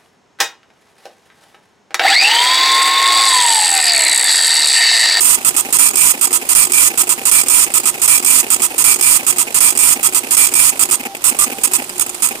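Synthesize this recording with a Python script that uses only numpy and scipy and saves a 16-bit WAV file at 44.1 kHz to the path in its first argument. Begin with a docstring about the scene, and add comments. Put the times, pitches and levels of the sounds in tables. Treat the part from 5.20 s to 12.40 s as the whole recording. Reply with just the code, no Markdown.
"""A dot-matrix receipt printer, very close: it prints the same two lines of text over and over, then a footer.
Eight pins strike on a fixed column clock, two passes a line; their blows ring and add up to clock tones.
Gear teeth jolt case and loose parts as paper and carriage move, stepper motors sing at their step rate,
and the running mechanism chatters. The pins are louder on the right; the input stage flattens the peaks."""
import sys
import numpy as np
from scipy import signal
from scipy.fft import rfft, irfft, next_fast_len
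from scipy.io import wavfile
from scipy.ndimage import uniform_filter1d

SR = 44100
rng = np.random.default_rng(int(sys.argv[2]) if len(sys.argv) > 2 else 0)


def log_audio(samples):
    """Write samples as a 16-bit WAV file to the path given in sys.argv[1]."""
    # one column per channel
    frames = np.atleast_2d(samples).T
    # limit to full scale, then quantise
    limited = np.clip(frames, -1, 1)
    pcm = np.round(limited * 32767).astype(np.int16)
    wavfile.write(sys.argv[1], SR, pcm)


N = 317500
FREQ = np.fft.rfftfreq(next_fast_len(N + SR // 2), 1 / SR)
TIME = np.arange(N) / SR

COLUMN_HZ = 2368.6
LAG_S = .00027  # the left microphone hears later
BRAKE_AFTER_S, RUN_UP_S = .014, .021  # carriage brakes after the last dot, sets off before the next

# starts of the repeats of the two text lines: time [s]
REPEAT_STARTS = [-.2377, .526, 1.2897, 2.0533, 2.817, 3.5806, 4.3443, 5.1079]
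# print runs in one repeat: (start [s], end [s], head place at start [0-1], direction [+1/-1],
# columns per dot, level [dB])
TEXT_RUNS = [(0, .0455, 0, 1, 1, -.5), (.0603, .153, .36, 1, 1, 1), (.159, .1662, .95, 1, 1, -1),
             (.2298, .2372, 1, -1, 1, 1), (.244, .396, .91, -1, 1, 0), (.4855, .531, 0, 1, 1, 0),
             (.6022, .649, .27, -1, 1, -.5)]
# print runs in the footer, same columns
FOOTER_RUNS = [(6.0407, 6.101, 0.2, 1, 2, 1), (6.188, 6.246, 0.62, -1, 2, .5),
               (6.435, 6.46, 0.28, 1, 1, 0.5), (6.534, 6.568, 0.3, -1, 1, 0),
               (6.78, 6.784, 0.11, 1, 1, -10), (6.795, 6.8, 0.26, 1, 1, -1.5),
               (6.809, 6.826, 0.25, 1, 1, -2), (7.022, 7.064, 0.33, -1, 1, -1),
               (7.071, 7.076, 0.11, -1, 1, -6), (7.087, 7.092, .06, -1, 1, -6)]
# carriage travel without printing: (start [s], end [s], level [dB])
CARRIAGE_TRAVELS = [(5.968, 6.007, -6.5), (6.641, 6.69, -6), (6.694, 6.793, -1.5), (6.863, 6.987, -1.5)]
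# print head balance: (frequency [Hz], left minus right [dB])
HEAD_BALANCE = [(100, -13), (1000, -5), (2700, -4), (3800, -6.5), (5300, -11), (6000, -1), (7200, -16.5),
                (8400, -19.5), (9600, -24), (11000, -5), (12500, -2), (15000, -3.5)]
# drive balance, same columns
DRIVE_BALANCE = [(60, -5.5), (150, 3.5), (380, -1), (950, -2), (2380, -2.5), (5980, -10.5), (15000, 4)]


def amp(db):
    """Decibels to gain."""
    return 10 ** (np.asarray(db) / 20)


def unit(x):
    """Scale to rms 1."""
    return x / np.sqrt(np.mean(x ** 2) + 1e-20)


def along(points, hz):
    """(Hz, value) points read on a log axis."""
    f, v = np.transpose(points)
    return np.interp(np.log(hz + 1), np.log(f + 1), v)


def filtered(x, response):
    """x times a response given on FREQ."""
    size = next_fast_len(N + SR // 2)
    return irfft(rfft(x, size) * response, size)[..., :N]


def resonances(modes):
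    """Causal response of (Hz, width Hz, dB) modes."""
    return sum(amp(db) * 1j * FREQ * w / (hz * hz - FREQ ** 2 + 1j * FREQ * w) for hz, w, db in modes)


def ring(shape, t60, tail_db, tail_t60):
    """Dense modes after a blow: a quick decay and a weaker, longer one from the housing (t60s in s)."""
    t = TIME[:SR // 12]
    decay = amp(-60 * t / t60) + amp(tail_db - 60 * t / tail_t60)
    return rng.standard_normal((*shape, len(t))) * decay


def add(track, s, sound):
    """Mix a sound into a track at s seconds."""
    i = int(round(s * SR))
    a, b = max(i, 0), min(i + sound.shape[-1], N)
    if b > a:
        track[..., a:b] += sound[..., a - i:b - i]


def at_ears(pair, spectrum, side, lag_s):
    """Colour two unrelated signals causally and share them between the microphones; the left hears later."""
    # (frequency [Hz], share common to both microphones [0-1])
    common_share = [(40, 0.8), (250, 0.99), (800, 1), (2000, 0.11), (6000, 0.06), (14000, 0.057)]
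    size = next_fast_len(N + SR // 2)
    lean = amp(along(side, FREQ))
    gain = amp(along(spectrum, FREQ)) * np.array([lean, np.ones_like(lean)])
    # folded cepstrum: minimum phase
    cepstrum = irfft(np.log(gain), size)
    cepstrum[:, 1:size // 2] *= 2
    cepstrum[:, size // 2 + 1:] = 0
    own, common = rfft(pair, size)
    share = np.clip(along(common_share, FREQ), 0, 1)
    left = share * common + np.sqrt(1 - share ** 2) * own
    left = left * np.exp(-2j * np.pi * FREQ * lag_s)
    return unit(irfft(np.array([left, common]) * np.exp(rfft(cepstrum)), size)[:, :N])


def print_head(pin_db=-10.5, housing_db=-24, tone_db=0, force_db=3.0, scatter_s=.000008, places=5):
    """Pins strike on the column clock; each rings in its own way, which shifts as the head travels."""
    # pin strike spectrum: (frequency [Hz], level [dB per Hz])
    pin_spectrum = [(85, -53), (135, -22.5), (190, -35), (330, -28.5), (750, -37.5), (1000, -16.5),
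                    (1300, -24), (1600, -24), (2700, -22.5), (4100, -19), (6300, -13), (8000, 2.5),
                    (9100, 2.5), (10600, -9.5), (15000, -14)]
    # platen and housing resonances: (frequency [Hz], width [Hz], level [dB])
    housing_modes = [(1002, 83, -3.5), (1271, 121, 0.5), (1785, 250, -10.5), (2022, 98, -5),
                     (2544, 250, -3.5), (3303, 34, -1.5), (4180, 140, -16), (5120, 187, -5), (6544, 37, 6)]
    housing_drive = [(600, -16.5), (900, -2.5), (6500, 1), (8000, -26.0)]  # (Hz, dB per Hz)
    crossing_s = .167  # head crosses the paper
    size = next_fast_len(SR // 5)
    paths = rfft(ring((2, places, 8), t60=0.0058, tail_db=-14, tail_t60=0.065), size)
    page = [dots(run) for run in TEXT_RUNS]  # the same characters come back in every repeat
    runs = [(s, run, pattern) for s in REPEAT_STARTS for run, pattern in zip(TEXT_RUNS, page)]
    runs += [(0, run, dots(run)) for run in FOOTER_RUNS]
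    strikes, tones = np.zeros((2, N)), np.zeros((2, N))
    for s, (start, end, place, direction, stride, db), (pin, when) in runs:
        struck_s = np.abs(when + scatter_s * rng.standard_normal(len(pin)))
        blows = np.zeros((8, size))
        blows[pin, np.round(struck_s * SR).astype(int)] = amp(db + force_db * rng.standard_normal(len(pin)))
        head = np.clip(place + np.sign(direction) * TIME[:size] / crossing_s, 0, 1)
        # crossfade between the ring paths of neighbouring head places
        distance = np.abs(head * (places - 1) - np.arange(places)[:, None])
        nearness = np.sqrt(np.maximum(0, 1 - distance))
        placed_blows = rfft(nearness[:, None] * blows)
        add(strikes, s + start, irfft(np.einsum('spf,cspf->cf', placed_blows, paths), size))
        add(tones, s + start, clock_tones(blows, head, stride, s + start))
    direct = at_ears(strikes, pin_spectrum, HEAD_BALANCE, LAG_S)
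    driven = at_ears(strikes[::-1], housing_drive, HEAD_BALANCE, lag_s=0.00018)
    housing = unit(filtered(driven, resonances(housing_modes)))
    return amp(pin_db) * direct + amp(housing_db) * housing + amp(tone_db) * tones


def dots(run, ink=.42, stroke_db=4.5, flight_s=.00013, cell=18, width=16):
    """Pins and strike times [s]: characters 16 columns wide in cells of 18; pins fly a little early or late."""
    start, end, _, _, stride, _ = run
    column = np.arange(max(1, int((end - start) * COLUMN_HZ)))
    stride = max(1, round(stride))
    boldness_db = 2.5 * rng.standard_normal(len(column))[column // cell]  # per character
    # upright strokes fire many pins
    chance = ink * stride * amp(boldness_db + stroke_db * rng.standard_normal(len(column)))
    chance[:6] = .7 * stride  # a run opens with a bold stroke
    inked = (column % cell < width) * (column % stride == 0)
    pin, column = np.nonzero((rng.random((8, len(column))) < chance) * inked)
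    return pin, column / COLUMN_HZ + flight_s * rng.standard_normal(len(pin))


def clock_tones(blows, head, stride, s, rough_rad=0.15, vary_db=1.5):
    """What the dots share adds up to tones, which swell with dots per column and flutter with the strokes."""
    # dots in every other column: (frequency [Hz], level [dB])
    half_tones = [(1184, -25), (2369, -33), (3553, -39), (7106, -22), (8290, -16.5), (9474, -15.5),
                  (11843, -35)]
    # housing hum at the character rate and twice that: (frequency [Hz], level [dB])
    character_hum = [(131.6, -48), (263.2, -43.5)]
    t = TIME[:len(head)]
    keep = np.exp(-1 / (.0013 * SR))  # 1.3 ms smoothing
    busy = signal.lfilter([1 - keep], [1, -keep], blows.mean(0)) * SR / COLUMN_HZ * 5.38
    lines = half_tones if round(stride) == 2 else clock_lines(head, s)
    tones = np.zeros((2, len(t)))
    for hz, db in lines + character_hum:
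        flutter = rough_rad * unit(uniform_filter1d(rng.standard_normal(len(t)), SR // 250))
        phase = 2 * np.pi * (hz * (t - np.array([[LAG_S], [0]])) + rng.random()) + flutter
        balance = amp([[along(HEAD_BALANCE, hz)], [0]])
        tones += balance * amp(db + vary_db * rng.standard_normal()) * np.sin(phase)
    return busy * tones


def clock_lines(head, s):
    """(Hz, dB) of each multiple of the column clock as the head travels, in a run that starts at s."""
    # column clock tones: (multiple, level before whine and swells [dB])
    base_levels = [(1, -33), (2, -34.5), (3, -23.5), (4, -25.5), (5, -34), (6, -47)]
    # swells along the carriage: (multiple, head place [0-1], half width [0-1], rise [dB])
    place_swells = [(1, 0.7, 0.31, 11.5), (4, .5, 0.24, 12)]
    whine_start_db, whine_rise_s = -10, 0.47  # the lowest tone starts weak and comes forward
    levels = {round(k): db for k, db in base_levels}
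    levels[1] += whine_start_db * np.exp(-max(s, 0) / whine_rise_s)
    for k, place, width, rise_db in place_swells:
        levels[round(k)] += rise_db * np.exp(-np.square((head - place) / width) ** 2)
    return [(k * COLUMN_HZ, db) for k, db in levels.items()]


def gears(thud_db=-31, rattle_db=-31, tooth_hz=255, spring_db=-39, push=10):
    """Each start or stop is a short train of tooth impacts: the case thuds, loose parts rattle and ring on."""
    # case under a jolt: (frequency [Hz], level [dB per Hz])
    case_spectrum = [(40, -26), (150, -15), (260, 3), (450, 5.5), (580, -7), (800, 8), (1050, -9),
                     (1650, -4), (2500, 7.5), (3800, -13), (5000, -7.5), (9000, -6.5), (15000, -11.5)]
    # loose parts, same columns
    rattle_spectrum = [(300, -25), (1300, 13.5), (1900, -27), (4000, 0), (6000, 3.5), (8200, 21.5),
                       (10500, 3), (15000, 4)]
    # thin metal parts: (frequency [Hz], width [Hz], level [dB])
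    spring_modes = [(6780, 22, 10), (2760, 230, 12), (4905, 51, 12.5), (9400, 23, -11)]
    thuds, rattles = np.zeros((2, N)), np.zeros((2, N))
    for s, length, thud, rattle in jolts():
        for at in np.arange(0, length, 1 / tooth_hz):
            force_db, play_db, slip_s = rng.standard_normal(3) * [1, 1.5, .0003]
            blow = ring((2,), t60=.011, tail_db=-16, tail_t60=.08)
            blow[:, 0] += push  # the tooth's own push, ahead of the clatter
            clatter = ring((2,), t60=0.023, tail_db=-31, tail_t60=0.037)
            add(thuds, s + at + slip_s, amp(thud + force_db) * blow)
            add(rattles, s + at + 2 * slip_s, amp(rattle + play_db) * clatter)
    case = at_ears(thuds, case_spectrum, DRIVE_BALANCE, lag_s=0.00021)
    loose = at_ears(rattles, rattle_spectrum, DRIVE_BALANCE, LAG_S)
    springs = unit(filtered(loose, resonances(spring_modes)))
    return amp(thud_db) * case + amp(rattle_db) * loose + amp(spring_db) * springs


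def jolts():
    """Jolts of paper and carriage, hard on reversing, soft on setting off: (s, length s, thud dB, rattle dB)."""
    # loose parts tick on the way: (time [s], rattle level [dB])
    rattle_ticks = [(6.894, -3.5), (6.946, -6)]
    # jolt per kind of move: (length [s], case thud [dB], rattle [dB])
    feed_start = (.019, 1, -13.5)
    feed_stop = (.007, 0.59, -13)
    brake = (.006, 0.62, -1)
    reverse = (.015, -0.65, -4.5)
    set_off = (.006, -8, -10.5)
    travel_start = (.007, 1, -4.5)
    tick_thud_db = -3.5
    moves = [(s, travel_start, db) for s, _, db in CARRIAGE_TRAVELS]
    for start, stop, db in feeds():
        moves += [(start, feed_start, db), (stop, feed_stop, db)]
    for end, start, at_once in turns():
        if at_once:
            moves += [(end + BRAKE_AFTER_S, brake, 0), (start - RUN_UP_S, reverse, 0)]
        else:
            moves += [(start - RUN_UP_S, set_off, 0)]
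    ticks = [(s, brake[0], tick_thud_db, db) for s, db in rattle_ticks]
    return [(s, length, thud + db, rattle + db) for s, (length, thud, rattle), db in moves] + ticks


def feeds():
    """Every paper feed: (start s, stop s, level dB)."""
    # feeds in one repeat: (start [s], length [s], level [dB])
    line_feeds = [(0.413, .037, -1), (0.689, .037, -1.5)]
    # feeds around the footer, same columns
    footer_feeds = [(5.853, 0.096, 1), (6.113, .034, 0.5), (6.264, 0.036, 0), (6.317, 0.068, 0),
                    (6.586, .035, 1), (7.11, 0.043, 0)]
    rows = [(s + at, length, db) for s in REPEAT_STARTS for at, length, db in line_feeds] + footer_feeds
    return [(s, s + length, db) for s, length, db in rows]


def turns(turn_gap_s=.03):
    """Longer gaps between runs: (last dot s, next dot s, whether no feed or travel starts between)."""
    runs = [(s + start, s + end) for s in REPEAT_STARTS for start, end, *_ in TEXT_RUNS]
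    runs += [run[:2] for run in FOOTER_RUNS]
    others = [move[0] for move in feeds() + CARRIAGE_TRAVELS]
    return [(end, start, not any(end < s < start for s in others))
            for (_, end), (start, _) in zip(runs, runs[1:]) if start - end > turn_gap_s]


def motors(motor_db=0, fade_s=0.0088, waver=.005):
    """The steppers sing at their step rate, which wavers slightly (rms share of the rate)."""
    song = np.zeros(N)
    for start, end, first_hz, last_hz, db in steps():
        t = TIME[:max(2, int((end - start) * SR))]
        drift = waver * unit(uniform_filter1d(rng.standard_normal(len(t)), SR // 200))
        hz = np.linspace(first_hz, last_hz, len(t)) * (1 + drift)
        swell = np.clip(np.minimum(t, t[-1] - t) / fade_s, 0, 1)
        tone = np.sin(2 * np.pi * (np.cumsum(hz) / SR + rng.random()))
        add(song, start, np.sqrt(2) * amp(db) * swell * tone)
    return amp(motor_db) * song


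def steps():
    """Feed motor starts slowly, runs, ramps down; carriage motor sings in turns and travel: (s, s, Hz, Hz, dB)."""
    start_hz, run_hz, stop_hz = 249, 785, 376  # feed motor
    start_db, run_db, stop_db = -32.5, -36, -34
    slow_s, half_brake_s = .024, .011  # slow first steps; half the braking ramp
    carriage_hz, sag_hz = 360.5, 24.5  # step rate, and its fall while braking
    turn_db, braking_db, run_up_db, travel_db = -38, -40, -43.5, -38
    settle_s = .03  # the song lasts this long into a pass
    moves = [(start, end, carriage_hz, carriage_hz, travel_db + db) for start, end, db in CARRIAGE_TRAVELS]
    for start, stop, db in feeds():
        moves += [(start, start + slow_s, start_hz, start_hz, start_db + db),
                  (start + slow_s - half_brake_s / 2, stop, run_hz, run_hz, run_db + db),
                  (stop - half_brake_s, stop + half_brake_s, run_hz, stop_hz, stop_db + db)]
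    for end, start, at_once in turns():
        if at_once:
            moves += [(end, start + settle_s, carriage_hz, carriage_hz, turn_db)]
        else:
            braked = end + BRAKE_AFTER_S + settle_s
            moves += [(end, braked, carriage_hz, carriage_hz - sag_hz, braking_db),
                      (start - RUN_UP_S, start + settle_s, carriage_hz, carriage_hz, run_up_db)]
    return moves


def whirr(grain_db=1.5, whirr_db=-32, slide_db=-33):
    """Belt, ribbon and gears chatter finely and unevenly; the carriage hisses along its rail unless it rests."""
    # running mechanism: (frequency [Hz], level [dB per Hz])
    running_spectrum = [(15, -18), (25, -16), (164, -13), (358, -3), (522, -9), (782, -5), (1850, -13.5),
                        (2690, -9), (4370, -11.5), (4870, -11.5), (8570, -13), (13200, -18.5), (15500, -35)]
    # carriage on its rail, same columns
    rail_spectrum = [(1000, -30), (5500, -16), (7200, -6), (9200, 0), (11000, -9), (15000, -14)]
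    parked_s, half_length_s, parked_db = 5.92, 0.12, -3  # rest before the footer: middle, half length, dip
    grain = amp(grain_db * unit(uniform_filter1d(rng.standard_normal(N), SR // 300)))
    parked = np.exp(-np.square((TIME - parked_s) / half_length_s) ** 2)
    running = at_ears(grain * rng.standard_normal((2, N)), running_spectrum, DRIVE_BALANCE, lag_s=0.00018)
    sliding = at_ears(grain * rng.standard_normal((2, N)), rail_spectrum, HEAD_BALANCE, LAG_S)
    return amp(whirr_db + parked_db * parked) * running + amp(slide_db) * (1 - parked) * sliding


def scene():
    """Print head, gear train, motors and running noise."""
    return print_head() + gears() + motors() + whirr()


def record(dry, top=0.91, hardness=5, bias=0.056, band_limit_hz=15550):
    """The input stage flattens the peaks, slightly lopsided, ahead of the band limit."""
    ceiling = top - bias * np.sign(dry)
    clipped = dry / (1 + np.abs(dry / ceiling) ** hardness) ** (1 / hardness)
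    return filtered(clipped, FREQ < band_limit_hz)


dry = scene()
out = record(dry)
log_audio(out)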